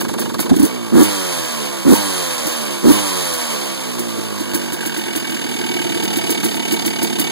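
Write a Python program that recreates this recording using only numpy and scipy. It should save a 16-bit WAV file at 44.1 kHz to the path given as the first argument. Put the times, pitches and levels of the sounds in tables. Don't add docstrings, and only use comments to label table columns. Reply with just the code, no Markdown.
import sys
import numpy as np
from scipy import signal
from scipy.fft import rfft, irfft, next_fast_len
from scipy.io import wavfile
from scipy.ndimage import uniform_filter1d

SR = 44100
rng = np.random.default_rng(int(sys.argv[2]) if len(sys.argv) > 2 else 0)


def generate_wav(signal):
    frames = np.transpose(np.atleast_2d(signal))
    scaled = np.clip(frames, -1, 1) * 32767
    pcm = np.round(scaled).astype(np.int16)
    wavfile.write(sys.argv[1], SR, pcm)


N = 322371
TIME = np.arange(N) / SR

# t/s, relative pipe ring/dB, relative thump/dB
LONE_FIRINGS = [(.002, -28.5, -16), (0.19, -27.5, -20), (0.397, -24, -11), (0.506, -54, 5.5),
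                (.557, -32, -4), (.591, -29.5, 0), (0.623, -26.5, 2.5), (0.646, -26.5, -19),
                (2.463, -26, -14.5), (3.332, -29, -47), (3.988, -31, -16), (4.178, -42, -13),
                (4.402, -38, -11), (4.54, -24, -8.5), (4.726, -30, -13.5), (4.856, -28.5, -12.5),
                (4.969, -32, -14), (5.063, -40, -16.5), (5.156, -27.5, -11), (5.299, -37, -20),
                (5.323, -43, -15), (5.346, -47, -17.5), (5.446, -44, -15), (6.03, -30, -10.5),
                (6.164, -28, -8), (6.274, -51, -18.5), (6.299, -24, -8), (6.438, -24, -7.5),
                (6.547, -35, -16), (6.717, -25, -8.5), (6.856, -25, -7.5), (7.024, -25, -8),
                (7.191, -22.5, -7)]
# t/s, hold/s, top crank speed/Hz, coast time constant/s, opening/dB
THROTTLE_BLIPS = [(.535, .12, 66.2, .51, -21), (.92, .11, 105.1, .98, -5.5), (1.851, .089, 104.2, 1.03, -5),
                  (2.455, .035, 81.3, .87, -36), (2.833, .087, 105.8, 1.038, -5)]


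def from_db(db):
    return 10 ** (np.asarray(db) / 20)


def in_time(rows):
    return np.interp(TIME, *np.transpose(rows))


def rms_one(x):
    return x / np.sqrt(np.mean(x ** 2) + 1e-20)


def smoothed(x, span_s):
    size = int(span_s * SR)
    return uniform_filter1d(uniform_filter1d(x, size), size)


def evened(x, span_s):
    power = smoothed(rms_one(x) ** 2, span_s)
    return rms_one(x) / np.sqrt(np.abs(power) + 1e-6)


def coloured(x, spectrum):
    hz, db = np.transpose(spectrum)
    size = next_fast_len(N)
    bins_hz = np.maximum(np.fft.rfftfreq(size, 1 / SR), 1)
    gain = from_db(np.interp(np.log(bins_hz), np.log(hz), db))
    return irfft(rfft(x, size) * gain, size)[:N]


def noise(spectrum):
    return rms_one(coloured(rng.standard_normal(N), spectrum))


def resonate(x, modes):
    out = np.zeros(N)
    for k, (hz, width_hz, db) in enumerate(modes):
        r = np.exp(-np.pi * width_hz / SR)
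        poles = [1, -2 * r * np.cos(2 * np.pi * hz / SR), r * r]
        out += (-1) ** k * from_db(db) * (1 - r * r) / 2 * signal.lfilter([1, 0, -1], poles, x + 1e-18)
    return out


def linger(x, decay_s):
    r = np.exp(-1 / (decay_s * SR))
    return signal.lfilter([1 - r], [1, -r], x + 1e-18)


def chamber(x, round_trip_s, reflection):
    size = next_fast_len(N + SR // 4)
    trip = np.exp(-2j * np.pi * np.fft.rfftfreq(size, 1 / SR) * round_trip_s)
    return irfft(rfft(x, size) * (trip - reflection) / (1 - reflection * trip), size)[:N]


def each_turn(turns, at_turn, spread_db, jitter_s):
    chance = rng.standard_normal((600, 2))
    at_s = np.interp(np.arange(len(chance)) + at_turn, turns, TIME, right=np.inf)
    at_s += jitter_s * chance[:, 0]
    heard = (at_s > 0) & (at_s < TIME[-1])
    clicks = np.zeros(N)
    clicks[(at_s[heard] * SR).astype(int)] = from_db(spread_db * chance[heard, 1])
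    return clicks


def turbulent(clicks, rough, decay_s):
    return clicks + rough * np.sqrt(linger(clicks ** 2, decay_s)) * rng.standard_normal(N)


def crank_speed():
    # t/s, crank speed/Hz
    stumble = [(0.0, 29.9), (0.06, 23.7), (0.14, 19.2), (0.2, 28.7), (0.25, 26.7), (0.33, 20.4),
               (0.38, 20.6), (0.41, 30.3), (0.5, 25.7)]
    # t/s, crank speed/Hz
    idle = [(3.98, 59.93), (4.12, 56.2), (4.3, 53.7), (4.6, 48.39), (5.0, 43.03), (5.4, 41.17),
            (5.9, 38.46), (6.3, 36.68), (6.65, 35.66), (7.0, 36.01), (7.31, 34.39)]
    coast_floor_hz, kick_hz, kick_span_s = 34, 9, .15
    crank_hz = in_time(stumble)
    for s, hold_s, top_hz, coast_s, _ in THROTTLE_BLIPS:
        wound_hz = np.interp(TIME, [s, s + hold_s], [crank_hz[int(s * SR)], top_hz])
        coasting = np.exp(-np.maximum(TIME - s - hold_s, 0) / coast_s)
        crank_hz = np.where(TIME > s, coast_floor_hz + (wound_hz - coast_floor_hz) * coasting, crank_hz)
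    gained_hz = kick_hz * sum(from_db(thump_db) * (TIME > s) for s, _, thump_db in LONE_FIRINGS)
    lurch_hz = gained_hz - uniform_filter1d(gained_hz, int(kick_span_s * SR))
    return np.where(TIME > idle[0][0], in_time(idle) + lurch_hz, crank_hz)


def exhaust(turns):
    # f/Hz, width/Hz, level/dB
    pipe_modes = [(102, 28, -10), (133, 20, 0), (183.5, 20.6, 3), (242.3, 25, 9.5), (293.4, 17, 6.5),
                  (344, 34, 8), (447, 19.6, 6.5)]
    pulses = each_turn(turns, at_turn=.46, spread_db=1.2, jitter_s=.00004)
    puffs = turbulent(pulses, rough=.14, decay_s=.008)
    pipe = resonate(chamber(puffs, round_trip_s=.0086, reflection=.42), pipe_modes)
    colour = [(40, -36), (70, 0), (100, .5), (500, -6.5), (1500, 2.5), (5000, -71)]
    return evened(coloured(pipe, colour), span_s=.39)


def crankcase(turns):
    # f/Hz, width/Hz, level/dB
    case_modes = [(113.6, 46, 10.5), (499, 45, 6), (545, 34, 4), (618.5, 39, 3.1), (711, 32, 1.5),
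                  (791, 36, 0.83), (902, 48, 3), (977, 29, 5.9), (1046, 40, 7.9), (1162, 38, 7.8),
                  (1272, 26, 1.7), (1373, 31, 3), (1470, 35, 4.3), (1625, 50, 4.5), (1685, 50, 5.5)]
    blows = each_turn(turns, at_turn=.27, spread_db=.6, jitter_s=.000012)
    echoing = chamber(turbulent(blows, rough=.08, decay_s=.008), round_trip_s=.0033, reflection=.77)
    cases = np.zeros(N)
    for k, mode in enumerate(case_modes):
        waver_db = 2.2 * rms_one(smoothed(rng.standard_normal(N), span_s=.06))
        cases += (-1) ** k * from_db(waver_db) * resonate(echoing, [mode])
    colour = [(30, -18), (90, -2), (500, 7.5), (1800, -5.5), (6000, -22)]
    return evened(coloured(cases, colour), span_s=.19)


def pipe_nulls(drone):
    # f/Hz, width/Hz
    nulls = [(158, 12), (270, 21), (398, 38)]
    for hz, width_hz in nulls:
        drone = signal.lfilter(*signal.iirnotch(hz, hz / width_hz, fs=SR), drone)
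    return drone


def wall_pings(turns, crank_hz, slap_turn):
    # f/Hz, time to peak/s, level/dB
    tones = [(1603, 0.0027, -3), (3660, 0.0041, -1), (4770, 0.0025, -6.5)]
    flat_share, glide_s = .068, .0033
    since_turns = turns + 1 - slap_turn
    turn, age_s = since_turns.astype(int), (since_turns % 1) / crank_hz
    warped_s = age_s - flat_share * glide_s * (1 - np.exp(-age_s / glide_s))
    out = np.zeros(N)
    for hz, peak_s, db in tones:
        strength, phase = rng.standard_normal((600, 2))[turn].T
        swell = age_s / peak_s * np.exp(1 - age_s / peak_s)
        out += from_db(db + 2.1 * strength) * swell ** 2 * np.sin(2 * np.pi * (hz * warped_s + phase))
    return rms_one(out)


def clatter(turns, crank_hz):
    # f/Hz, width/Hz, level/dB
    fin_modes = [(667, 22, 8), (744, 79, 4), (888, 31, 7.5), (946, 21, 2), (2249, 28, 9.5), (2760, 62, -25),
                 (2922, 27, 13), (2973, 80, 2.5), (3630, 40, 0.5), (4790, 330, -3), (4900, 49, 5),
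                 (6310, 290, -6), (6750, 93, -6)]
    # f/Hz, level/dB
    rattle_colour = [(30, -18), (100, 12.5), (400, 17.5), (600, 6), (900, -0.5), (1300, -1.5), (3000, 10),
                     (4600, -5), (5500, -14.5), (9000, -2), (12000, -24), (16000, -26)]
    slap_turn = .19
    slaps = each_turn(turns, at_turn=slap_turn, spread_db=1, jitter_s=.0001)
    slaps += each_turn(turns, at_turn=.33, spread_db=.5, jitter_s=.0005)
    rattle = np.sqrt(linger(linger(slaps ** 2, .001), .004)) * rng.standard_normal(N)
    rattle = from_db(1) * rms_one(coloured(rattle, rattle_colour))
    fins = rms_one(resonate(turbulent(slaps, rough=1.3, decay_s=.003), fin_modes))
    pings = from_db(-9) * wall_pings(turns, crank_hz, slap_turn)
    return evened(fins + rattle + pings, span_s=.93)


def pipe_hiss(turns, crank_hz):
    # f/Hz, width/Hz, level/dB
    shell_modes = [(3170, 52, 8.5), (3630, 150, -15.5), (4700, 200, -1.5), (5400, 100, -40),
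                   (6180, 200, -1.5), (7430, 100, -23), (9760, 40, 12.5), (11500, 67, 0), (13500, 180, -7),
                   (14700, 120, -6)]
    # f/Hz, level/dB
    gas_colour = [(60, -39), (150, -34), (300, 1), (700, 2.5), (1130, 4), (1400, -1), (1900, 1.5),
                  (3200, 2.5), (4600, 2.5), (5600, 0), (8000, 0.5), (9800, -1), (11800, -1), (13500, -9.5),
                  (16000, -17)]
    # t/s, level/dB
    trend = [(0, -2.5), (.85, -2.5), (1.3, -1), (3.3, 0.2), (5.3, 3.5), (7.3, -2)]
    pulses = each_turn(turns, at_turn=.13, spread_db=5, jitter_s=.00018)
    surge = evened(np.sqrt(linger(pulses, .03)), span_s=.14)
    shell = rms_one(resonate(rng.standard_normal(N), shell_modes))
    shell_gain = from_db(-7) * (crank_hz / crank_hz.max()) ** 1.25
    return from_db(in_time(trend)) * surge * (noise(gas_colour) + shell_gain * shell)


def engine_knocks(turns, turn_gain):
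    # t/s, relative level/dB
    strays = [(0.494, -10.5), (6.683, -15), (6.958, -21), (7.099, -17)]
    lead_s, rise_s, fade_s = .0055, .0007, .006
    blows = turn_gain * each_turn(turns, at_turn=.274, spread_db=2.5, jitter_s=.00028)
    for s, ring_db, _ in LONE_FIRINGS:
        blows[int(max(s - lead_s, 0) * SR)] += from_db(ring_db + 14.5)
    for s, db in strays:
        blows[int(s * SR)] += from_db(db)
    clacks = fade_s * SR * linger(linger(blows, rise_s), fade_s)
    colour = [(40, -35), (150, 9), (500, -1.5), (1200, -11), (2000, -16), (4000, -11.5),
              (7000, -20.5), (12000, -17), (16000, -45)]
    return from_db(-4.5) * clacks * noise(colour)


def silencer_thumps(firings):
    # nominal f/Hz, time to peak/s, level/dB
    tones = [(144, 0.0092, -12.5), (238.6, 0.019, -10.5), (375.7, 0.011, 0.5), (495.3, 0.022, -16)]
    drop_share, stray_share, flat_share, glide_s = .115, .026, .579, .0076
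    thumps = np.zeros(N)
    for s, _, thump_db in firings:
        near = (TIME > s) & (TIME < s + .2)
        age_s = TIME[near] - s
        pitch = (1 - drop_share * from_db(thump_db)) * (1 + stray_share * rng.standard_normal())
        warped_s = np.cumsum(pitch * (1 - flat_share * np.exp(-age_s / glide_s))) / SR
        for hz, peak_s, db in tones:
            swell = (age_s / peak_s * np.exp(1 - age_s / peak_s)) ** 2.5
            thumps[near] += from_db(thump_db + db) * swell * np.sin(2 * np.pi * hz * warped_s)
    return from_db(-3) * thumps


def pipe_ring(firings, burn):
    # f/Hz, level/dB
    wall_colour = [(200, -2), (900, -10), (1500, 3), (3200, 2), (5000, 5.5), (7500, 7), (11000, 11),
                   (13000, 7.5), (16000, 3)]
    rise_s, fade_s = .0045, .017
    power = linger(linger((from_db(-17.5) * burn) ** 2, .01), .0095)
    for s, ring_db, _ in firings:
        near = (TIME > s) & (TIME < s + .2)
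        age_s = TIME[near] - s
        ring = (1 - np.exp(-(age_s / rise_s) ** 2)) * np.exp(-age_s / fade_s)
        power[near] += (from_db(ring_db) * ring / ring.max()) ** 2
    return from_db(8.5) * np.sqrt(power) * noise(wall_colour)


def throttle_opening():
    lead_s, open_s, shut_s = .0063, .032, .0012
    opening = np.zeros(N)
    for s, hold_s, _, _, db in THROTTLE_BLIPS:
        lift = 1 - np.exp(-np.maximum(TIME - s + lead_s, 0) / open_s)
        opening += from_db(db) * lift * np.exp(-np.maximum(TIME - s - hold_s, 0) / shut_s)
    return opening


def airbox_honk(turns, throttle):
    # f/Hz, width/Hz, level/dB
    box_modes = [(131, 120, -11), (241, 68, 8), (324, 90, 7.5), (492, 80, 0.5), (614, 100, -9.5),
                 (1090, 660, -18), (1630, 730, -18)]
    gulps = each_turn(turns, at_turn=.4, spread_db=2.5, jitter_s=.0002)
    honk = resonate(turbulent(gulps, rough=.5, decay_s=.006), box_modes)
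    colour = [(30, 4), (150, 10), (1800, -7.5), (4000, -27)]
    return from_db(4.5) * throttle * evened(coloured(honk, colour), span_s=.0047)


def silencer_crackle(turns, throttle):
    # f/Hz, level/dB
    crack_colour = [(300, -20), (600, 0), (1100, 2), (1500, -1), (2200, -9), (4000, -25), (8000, -40)]
    pulses = each_turn(turns, at_turn=.52, spread_db=1, jitter_s=.00018)
    cracks = evened(np.sqrt(linger(pulses ** 2, .0041)), span_s=.02)
    return from_db(-21) * throttle * cracks * noise(crack_colour)


def tinny_ring(turns, crank_hz):
    peak_hz, peak_db, one_db_down_hz = 45, -31.5, 2.5
    taps = each_turn(turns, at_turn=.0989, spread_db=3, jitter_s=.00032)
    modes = [(1478, 26, 2.1), (1640, 130, 1.4), (2890, 35, 7)]
    ring = resonate(turbulent(taps, rough=1, decay_s=.0042), modes)
    shake_db = peak_db - ((crank_hz - peak_hz) / one_db_down_hz) ** 2
    return from_db(shake_db) * evened(ring, span_s=.31)


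def gear_whine(turns, teeth=21):
    # f/Hz, width/Hz, level/dB
    panel_modes = [(920, 140, -4), (1155, 150, 0), (1720, 30, -4)]
    return from_db(-38.5) * resonate(np.sin(2 * np.pi * teeth * turns), panel_modes)


def four_stroking(turns, start_s=5.494, count=10):
    ring_db, thumps_db = -47, np.linspace(-17, -10, count)
    pop_turns = np.interp(start_s, TIME, turns) + 2 * np.arange(count)
    return [(s, ring_db, db) for s, db in zip(np.interp(pop_turns, turns, TIME), thumps_db)]


def stereo_blur(bike, t60_s=.038):
    age_s = TIME[:SR // 8]
    tails = rng.standard_normal((2, len(age_s))) * from_db(-60 * age_s / t60_s)
    tails /= np.sqrt(np.sum(tails ** 2, axis=1, keepdims=True))
    bright = coloured(bike, [(400, -2), (1200, -1.5), (3000, -3)])
    return from_db(-17) * signal.fftconvolve(bright[None], tails, axes=1)[:, :N]


def microphone_ports(bike, lag_s=16 / SR):
    # f/Hz, level/dB
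    left_colour = [(100, -3), (1000, -3), (4000, -1.5), (14000, -2.5)]
    return np.array([coloured(bike, left_colour), np.interp(TIME - lag_s, TIME, bike)])


def scene():
    # crank speed/Hz, exhaust/dB, crankcase/dB, clatter/dB, hiss/dB, knock/dB
    by_speed = [(20.4, -22.5, -27, -36.5, -29, -10), (28.5, -21, -26, -28.5, -28, -26),
                (34.8, -23, -53, -23, -27, -63), (38.1, -23, -67, -22.5, -29.5, -29),
                (41.3, -26.5, -38, -25.5, -33, -50), (49.6, -25, -30.5, -32.5, -31.5, -55),
                (60.4, -24.5, -30, -32.5, -29.5, -60), (72, -28, -26.5, -28.5, -25, -60),
                (81.7, -31, -24, -32, -22, -60), (98.6, -21, -23.5, -39, -20.5, -62),
                (101, -18.5, -23, -23, -22, -60)]
    crank_hz, throttle = crank_speed(), throttle_opening()
    turns = np.cumsum(crank_hz) / SR
    speeds_hz, *levels_db = np.transpose(by_speed)
    exhaust_db, case_db, clatter_db, hiss_db, knock_db = [
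        np.interp(crank_hz, speeds_hz, db) for db in levels_db]
    burn = throttle * (crank_hz / crank_hz.max()) ** 2
    hush_db = -8 * np.minimum(throttle / from_db(-43), 1)
    firings = LONE_FIRINGS + four_stroking(turns)

    drone = from_db(exhaust_db + .5) * exhaust(turns)
    drone += (from_db(case_db) + from_db(-23) * burn) * crankcase(turns)
    bike = pipe_nulls(drone)
    bike += from_db(clatter_db + hush_db) * clatter(turns, crank_hz)
    bike += from_db(hiss_db) * pipe_hiss(turns, crank_hz)
    bike += airbox_honk(turns, throttle) + silencer_crackle(turns, throttle)
    bike += tinny_ring(turns, crank_hz) + gear_whine(turns)
    bike += engine_knocks(turns, from_db(knock_db + 2 * hush_db))
    bike += silencer_thumps(firings) + pipe_ring(firings, burn)
    return microphone_ports(bike) + stereo_blur(bike)


def record(dry):
    cutoff_hz = 15700
    wired = dry * [[-1], [1]]
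    clipped = wired / (1 + wired ** 8) ** (1 / 8)
    return signal.sosfilt(signal.ellip(12, .1, 80, cutoff_hz, fs=SR, output="sos"), clipped)


dry = scene()
out = record(dry)
generate_wav(out)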